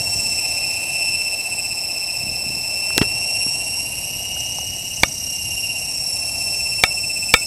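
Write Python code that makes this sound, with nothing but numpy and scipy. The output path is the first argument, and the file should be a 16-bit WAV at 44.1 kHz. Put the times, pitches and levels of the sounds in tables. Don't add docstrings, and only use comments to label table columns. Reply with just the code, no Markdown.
import sys
import numpy as np
from scipy import signal
from scipy.io import wavfile
from scipy.ndimage import uniform_filter1d

SR = 44100
rng = np.random.default_rng(int(sys.argv[2]) if len(sys.argv) > 2 else 0)


def volts(x):
    e = np.asarray(x, float) / 20
    return 10 ** e


def transcribe(u):
    v = np.clip(np.atleast_2d(u).T, -1, 1)
    q = np.round(v * 32767).astype(np.int16)
    wavfile.write(sys.argv[1], SR, q)


N = 328986

# pitch_hz [Hz], level_db [dB]
DRONE_COLOUR = [(200, -13.5), (300, -6.5), (450, -8), (700, 1.7), (950, -8), (1200, -18), (1700, -25),
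                (2500, -19)]
# time_s [s], level_db [dB]
TRAFFIC_LEVEL = [(0, -38.5), (.56, -39.5), (1.41, -40.5), (2.53, -41.5), (2.82, -39), (3.66, -40.5),
                 (4.22, -43), (5.35, -45.5), (6.47, -41), (7.46, -43)]
# pitch_hz [Hz], level_db [dB]
WIND_COLOUR = [(15, -14), (30, -1), (60, -7), (100, 15), (160, -1), (250, -0.5), (400, -15.5), (800, -80)]
# time_s [s], level_db [dB]
GUSTS = [(0, -34), (.4, -38.5), (1.21, -41), (1.61, -38.5), (1.9, -41.5), (2.55, -37), (2.82, -39.5),
         (3.02, -34), (3.23, -39), (4.44, -37), (5.24, -38), (5.44, -37), (6.1, -40), (6.45, -37.5),
         (7.46, -40)]
# start_s [s], level_db [dB], pitch_hz [Hz]
EDDY_SLAPS = [(.006, -23, 114), (.072, -27, 101), (0.094, -26, 110), (0.159, -21.5, 97), (0.188, -25, 130),
              (2.235, -25, 130), (2.266, -24.5, 172), (2.287, -28, 100), (2.316, -26, 108),
              (2.33, -37, 120), (2.464, -24, 149), (2.493, -33, 121), (2.503, -22.5, 260),
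              (2.569, -28, 120), (2.584, -34, 110)]

# start_s [s], blow_db [dB], panel_hz [Hz], panel_db [dB], metal_db [dB]
KNOCKS = [
    (5.0336, 7.5, 560, -22, -33),
    (6.837, 6.5, 750, -13.5, -25.5),
    (7.3392, 14, 506, -16.5, -26),
]
# pitch_hz [Hz], level_db [dB], t60_s [s]
BODY_MODES = [(230, -30.5, 0.029), (923, -1, 0.0092), (1278, -13, 0.024), (1264, -38.5, 0.077),
              (1470, -7, 0.0096), (1810, -9, 0.016), (2314, 3, 0.015), (2930, -11, 0.012),
              (3566, 4, 0.0057), (4680, -1, 0.007)]
# pitch_hz [Hz], level_db [dB], t60_s [s]
METAL_MODES = [(1410, -12, .14), (1290, -1, .06), (1800, 1, .05), (2225, -5, .17), (3620, -6, .11),
               (3700, 6, .045)]
# start_s [s], level_db [dB], pitch_hz [Hz], t60_s [s], rise_s [s]
BUMPS = [(2.905, -8, 1300, 0.0024, 0.00033), (2.966, -15, 496, 0.016, 0.00082),
         (2.98, 0.5, 3320, 0.0037, 0.000039), (2.978, -7.5, 290, 0.026, 0.00047),
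         (3.0117, -9.5, 421, 0.062, 0.0028), (3.0152, 5, 260, 0.0089, 0.00017),
         (3.0166, -1, 2840, 0.0039, 0.000074), (3.464, -11.5, 232, 0.015, 0.0017),
         (4.366, -28, 1490, 0.0094, .0005), (4.5862, -17, 820, 0.013, .0003),
         (4.5862, -34, 2000, .005, .0002)]
# start_s [s], level_db [dB], top_hz [Hz], t60_s [s]
CREAKS = [
    (2.9789, 1.5, 9050, 0.0055),
    (2.982, -12.5, 1970, 0.022),
    (3.0131, -19, 1730, 0.08),
    (3.0166, -34, 8000, 0.0085),
    (3.02, -16, 3360, 0.024),
    (3.0272, -20, 6000, 0.018),
    (3.467, -34, 1500, 0.025),
]

# pitch_hz [Hz], level_db [dB]
SWISH_COLOUR = [(900, -30), (1700, -13), (2300, -3), (3000, -2), (3450, -16), (3950, -1), (4450, -6),
                (5000, -4), (5600, -12), (7000, -30)]
# pitch_hz [Hz], level_db [dB]
HISS_COLOUR = [(4500, -1.5), (5900, 8.5), (6550, -1), (7100, 2.5), (8000, 9), (9400, 0.5), (10500, -3.5),
               (12500, -4), (15500, -12)]
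# time_s [s], level_db [dB]
BLADE_BITE = [(0, 7), (.84, 4.5), (1.69, 0.5), (2.53, 1.5), (3.38, 5), (4.22, 4), (4.79, 4), (5.07, 5),
              (5.63, 4), (6.47, 7), (7.04, 3), (7.46, 5)]
# start_s [s], end_s [s], level_db [dB], pitch_hz [Hz], place [rotor turns]
TIP_WHISTLES = [(4.33, 4.6, -22, 6050, .15), (4.47, 4.68, -22.5, 6200, .58), (4.77, 4.93, -25, 6180, .53),
                (4.92, 5.08, -24, 6090, .1), (4.95, 5.1, -20, 6430, .54), (5.1, 5.37, -19.5, 6050, .11),
                (5.13, 5.52, -23, 6250, .54), (4.84, 4.99, -26, 7650, .72), (5.26, 5.6, -26, 7550, .74),
                (5.6, 6.5, -29, 7300, .74), (5.4, 6, -27, 6050, .11)]

GEAR_TEETH, PINION_TEETH, TAIL_BEATS = 170, 15, 12
# time_s [s], mesh_hz [teeth per s]
MESH_RATE = [(0.0, 2724.0), (0.25, 2691.0), (0.5, 2682.0), (1.0, 2680.9), (2.0, 2673.0), (2.74, 2680.5),
             (3.23, 2726.1), (3.73, 2756.6), (3.98, 2787.8), (4.23, 2839.0), (4.48, 2846.2), (4.72, 2860.1),
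             (4.97, 2833.0), (5.47, 2786.0), (5.97, 2741.0), (6.22, 2706.2), (6.96, 2691.1), (7.46, 2657.4)]
# time_s [s], depth [0-1], loudest_place [rotor turns]
ROTOR_THROB = [(0, 0.87, .2), (.7, .18, 0.11), (1.69, 0.55, .18), (2.7, 0.29, -0.17), (3.1, 0.27, 0.057),
               (3.38, 0.66, 0.093), (3.94, 0.37, 0.29), (4.2, 0.46, -0.22), (4.45, .08, -0.35),
               (5.07, 0.62, 0.0059), (5.35, 0.19, -0.1), (5.63, 0.49, -0.17), (5.91, 0.065, -0.081),
               (6.19, 0.42, 0.23), (7.46, .7, .2)]
# throb_share [1], blade_shadow [0-1], tail_beat [0-1], wander [0-1],
# tooth_error_db [dB], error_spread [rotor orders], rattle_db [dB], rattle_width_hz [Hz]
MESH_HARMONICS = [(1.01, .15, .05, .19, -13, 6, -23, 450), (-.15, .68, .22, .2, -16, 6, -19, 450),
                  (.3, .55, .15, .6, -7, 30, -8, 1300), (.3, .35, .12, .55, -4, 16, -6, 800),
                  (.3, .4, .1, .7, -3, 20, -3, 700)]
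# level_db [dB] at -3, -2, -1, 1, 2, 3 [pinion turns]
RUNOUT_SIDE_TONES = [(-29.5, -26.5, -12.5, -21, -52, -42), (-23, -24, -12, -18, -30, -27),
                     (-8, -8, -3, -5, -5, -13), (-9, -14, -7, -7, -18, -18), (-7, -5, -9, -14, -20, -20)]
# time_s [s], side_tone_db [dB]
PINION_SIDE = [(0, -0.5), (.7, 0), (1.2, -6), (1.7, 1), (2.6, -0.5), (3.2, -2), (4, 5.5), (5, 7),
               (5.5, 1.5), (5.95, 0.5), (6.3, -8), (7.46, -5.5)]
# time_s [s], level_db [dB]
NEARNESS = [(0.0, -1), (0.89, 2.0), (1.04, 5), (1.42, -1.2), (2.64, -2.3), (2.81, 0.5), (3.21, 0.5),
            (3.39, 3), (4.05, -6), (4.44, -5.5), (4.9, -8), (5.02, -8.5), (5.11, -14.5), (5.48, -3.5),
            (5.69, -1.6), (5.84, -4.6), (6.65, 1), (7.46, -1.8)]
# time_s [s], lag [mesh cycles]
GROUND_LAG = [(0.0, 0.64), (0.89, 0.64), (1.18, 0.66), (1.54, 0.7), (1.83, 0.64), (2.88, 0.64),
              (3.41, 0.63), (3.51, 0.4), (4.18, 0.25), (4.26, 0.18), (4.88, 0.2), (5.02, 0.2),
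              (5.14, -0.001), (5.33, 0.04), (5.44, 0.28), (5.71, 0.2), (6.17, 0.59), (7.46, 0.67)]
# level_db [dB], nearness_share [1], echo [0-1], extra_lag [own cycles]
RADIATION = [(-26.5, 1.005, 0.53, 0), (-25, 0.55, 0.34, 0.012), (-33, 0.58, 0.24, 0.81),
             (-33, 0.75, .45, 0.85)]
# time_s [s], level_db [dB]
FIFTH_LEVEL = [(0, -44.5), (3, -44), (4.2, -61), (5.2, -66), (6.2, -50), (7.46, -43)]
# time_s [s], harmonic [number], level_db [dB], width_s [s]
HARMONIC_SWELLS = [(.14, 1, -0.5, 0.17), (1.8, 1, -2, .15), (3, 1, 2.5, 0.17), (4.4, 1, 2.5, 0.073),
                   (6.03, 1, -2, 0.12), (5.15, 1, -2.5, 0.1), (4.05, 1, 1, 0.07), (3.4, 4, 0.5, .1),
                   (0.18, 2, 2.5, .2), (.28, 3, 5, 0.24), (0.86, 2, -9, 0.1), (1.48, 2, -3.5, .08),
                   (1.6, 3, 4, .1), (3.64, 2, -5, 0.082), (3.82, 2, 3, 0.09), (3.9, 2, -7, 0.078),
                   (5.6, 2, 2, .1), (6.33, 2, -4, 0.063), (6.62, 4, -3, 0.047), (7.3, 3, 4.5, 0.31)]


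def evened(x):
    return x / np.sqrt(np.mean(abs(x) ** 2) + 1e-20)


def curves(rows):
    s, *columns = np.transpose(rows)
    return [np.interp(np.arange(N) / SR, s, c) for c in columns]


def add(mix, start_s, sound):
    part = mix[round(start_s * SR):][:len(sound)]
    part += sound[:len(part)]


def drift(width_hz, order=1):
    z = rng.standard_normal(N) + 1j * rng.standard_normal(N)
    for _ in range(order):
        z = signal.lfilter([1], [1, -np.exp(-np.pi * width_hz / SR)], z)
    return evened(z)


def noise(points, patchy_db, size=1024):
    hz = np.fft.rfftfreq(size, 1 / SR)
    a, b, patches = rng.standard_normal((4 * N // size + 5, len(hz), 3)).T
    patches = uniform_filter1d(patches, size=9, axis=0)
    patches = evened(uniform_filter1d(patches, size=13, axis=1))
    f, db = np.transpose(points)
    colour = np.interp(np.log(hz + 1), np.log(f), db, left=-90, right=-90)
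    z = (a + 1j * b) * volts(colour[:, None] + patchy_db * patches)
    return evened(signal.istft(z, nperseg=size, noverlap=3 * size // 4)[1][:N])


def lobe(turn, at, sharp):
    return np.exp(sharp * (np.cos(2 * np.pi * (turn - at)) - 1))


def ring(hz, db, t60, rise):
    t = np.arange(6000) / SR
    return volts(db - 60 * t / t60) * (1 - np.exp(-t / rise)) * np.sin(2 * np.pi * hz * t)


def burst(db, top_hz, t60):
    t = np.arange(3000) / SR
    band = signal.butter(2, [top_hz / 12, top_hz], "band", fs=SR)
    puff = signal.lfilter(*band, rng.standard_normal(len(t)))
    return volts(db - 60 * t / t60) * evened(puff)


def repeating(rotor, orders):
    turns, places = int(rotor[-1]) + 3, 512
    z = rng.standard_normal((turns, places)) + 1j * rng.standard_normal((turns, places))
    for memory in (.6, .9):
        z = signal.lfilter([1], [1, -memory], z, axis=0)
    order = np.fft.fftfreq(places, 1 / places)
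    z = np.fft.ifft(z / (1 + (order / orders) ** 2), axis=1).ravel()
    return evened(np.interp(rotor * places, np.arange(len(z)), z))


def faint_side_noise():
    colour = [(10, 0.1), (30, -4), (60, -12), (125, -24), (500, -40), (15000, -55)]  # (Hz, dB)
    return volts(-72) * noise(colour, 1.1)


def traffic():
    return noise(DRONE_COLOUR, 1.15) * volts(curves(TRAFFIC_LEVEL)[0] - 0.5)


def wind():
    lumps = evened(volts(1.5 * drift(30, order=2).real))
    return noise(WIND_COLOUR, 1.2) * lumps * volts(curves(GUSTS)[0] - 3.0)


def handling():
    out = np.zeros(N)
    for s, blow_db, panel_hz, panel_db, metal_db in KNOCKS:
        body = sum(ring(hz * rng.uniform(0.95, 1.02), db, t60, 0.000068) for hz, db, t60 in BODY_MODES)
        panel = ring(panel_hz, panel_db, .03, .0003)
        metal = volts(metal_db) * sum(ring(hz, db, t60, 0.0002) for hz, db, t60 in METAL_MODES)
        add(out, s, -volts(blow_db) * (body + panel + metal))
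        add(out, s, burst(blow_db - 7, 3460, 0.018))
    for s, db, hz, t60, rise in BUMPS:
        add(out, s, ring(hz, db, t60, rise))
    for s, db, top_hz, t60 in CREAKS:
        add(out, s, burst(db, top_hz, t60))
    for s, db, hz in EDDY_SLAPS:
        add(out, s, -ring(hz, db + 10.0, 3.06 / hz, 0.0026))
    return signal.lfilter(*signal.butter(2, 45, "high", fs=SR), out)


def whistles(rotor):
    out, t = np.zeros(N), np.arange(N) / SR
    u = np.linspace(0, 1, round(.016 * SR))
    for start, end, db, hz, place in TIP_WHISTLES:
        passing = np.diff(np.floor(rotor - place)) > 0
        for s in t[1:][passing & (t[1:] > start) & (t[1:] < end)]:
            louder, higher, *air = rng.standard_normal(2000)
            pitch_hz = (hz + 60 * higher) * (1 + .08 * (u - .55))
            flutter = 1 + .45 * evened(uniform_filter1d(air, size=60))[:len(u)]
            chirp = np.sin(np.pi * u) ** 1.5 * flutter * np.sin(2 * np.pi * np.cumsum(pitch_hz) / SR)
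            add(out, s - .005, volts(db - 5 + 2 * louder) * chirp)
    return out


def blades(rotor):
    bite_db = curves(BLADE_BITE)[0]
    sweep = lobe(rotor, .31, 6) + .8 * lobe(rotor, .74, 6)
    swish_db = -43 + 0.38 * bite_db - 0.56 * np.arange(N) / SR
    swish = noise(SWISH_COLOUR, 0.69, size=256) * evened(1 + 0.42 * sweep) * volts(swish_db)
    hiss = noise(HISS_COLOUR, 2.1, size=512) * evened(1 + 0.51 * sweep) * volts(-38 + bite_db)
    return swish + hiss + whistles(rotor)


def radiated():
    t, (near_db,), (lag,) = np.arange(N) / SR, curves(NEARNESS), curves(GROUND_LAG)
    levels, ground = [], []
    for k, (db, share, echo, extra_lag) in enumerate(RADIATION):
        gain = abs(1 + echo * np.exp(2j * np.pi * ((k + 1) * lag + extra_lag)))
        ground.append(gain)
        levels.append(db + share * near_db + 20 * np.log10(gain))
    for s, harmonic, db, width in HARMONIC_SWELLS:
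        k = round(harmonic) - 1
        levels[k] = levels[k] + db * np.exp(-((t - s) / width) ** 2)
    return levels + curves(FIFTH_LEVEL), ground + [1]


def gears(teeth):
    rotor, pinion = teeth / GEAR_TEETH, np.exp(2j * np.pi * teeth / PINION_TEETH)
    (levels, ground), (depth, place) = radiated(), curves(ROTOR_THROB)
    near_db, facing = curves(NEARNESS)[0], volts(curves(PINION_SIDE)[0])
    throb = depth * np.cos(2 * np.pi * (rotor - place))
    tail = np.cos(2 * np.pi * TAIL_BEATS * rotor)
    shadow = lobe(rotor, .43, 9) + .3 * lobe(rotor, .9, 9)
    wobble = -.7 * np.sin(2 * np.pi * (rotor - .2))
    wobble = wobble + .06 * drift(8).real
    out = 0
    for k, row in enumerate(MESH_HARMONICS):
        share, shade, beat, wander, teeth_db, orders, rattle_db, width_hz = row
        wander = np.clip(wander * volts(-.7 * k * near_db), 0, .8)
        tone = 1 - wander + wander * repeating(rotor, 3.6)
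        for turns, db in zip((-3, -2, -1, 1, 2, 3), RUNOUT_SIDE_TONES[k]):
            unsteady = .4 + .6 * repeating(rotor, 1.6)
            tone = tone + volts(db) * facing / ground[k] * pinion ** float(turns) * unsteady
        tone = tone * (1 + beat * tail) + volts(teeth_db) * repeating(rotor, orders)
        tone = tone + volts(rattle_db) * drift(width_hz, order=2)
        tone = tone * (1 + share * throb) * (1 - shade * shadow)
        tone = (tone * np.exp(1j * (k + 1) * (2 * np.pi * teeth + wobble))).real
        tone = tone / np.sqrt(uniform_filter1d(tone ** 2, size=SR // 4))
        out = out + volts(levels[k]) * tone
    return out


def scene():
    teeth = np.cumsum(curves(MESH_RATE)[0]) / SR
    mono = traffic() + wind() + handling() + blades(teeth / GEAR_TEETH) + gears(teeth)
    side = faint_side_noise()
    return np.array([mono + side, mono - side])


def band_limit(x):
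    return signal.sosfilt(signal.butter(12, 15780, fs=SR, output="sos"), x)


def record(dry):
    return band_limit(np.clip(dry, -1, 1))


dry = scene()
out = record(dry)
transcribe(out)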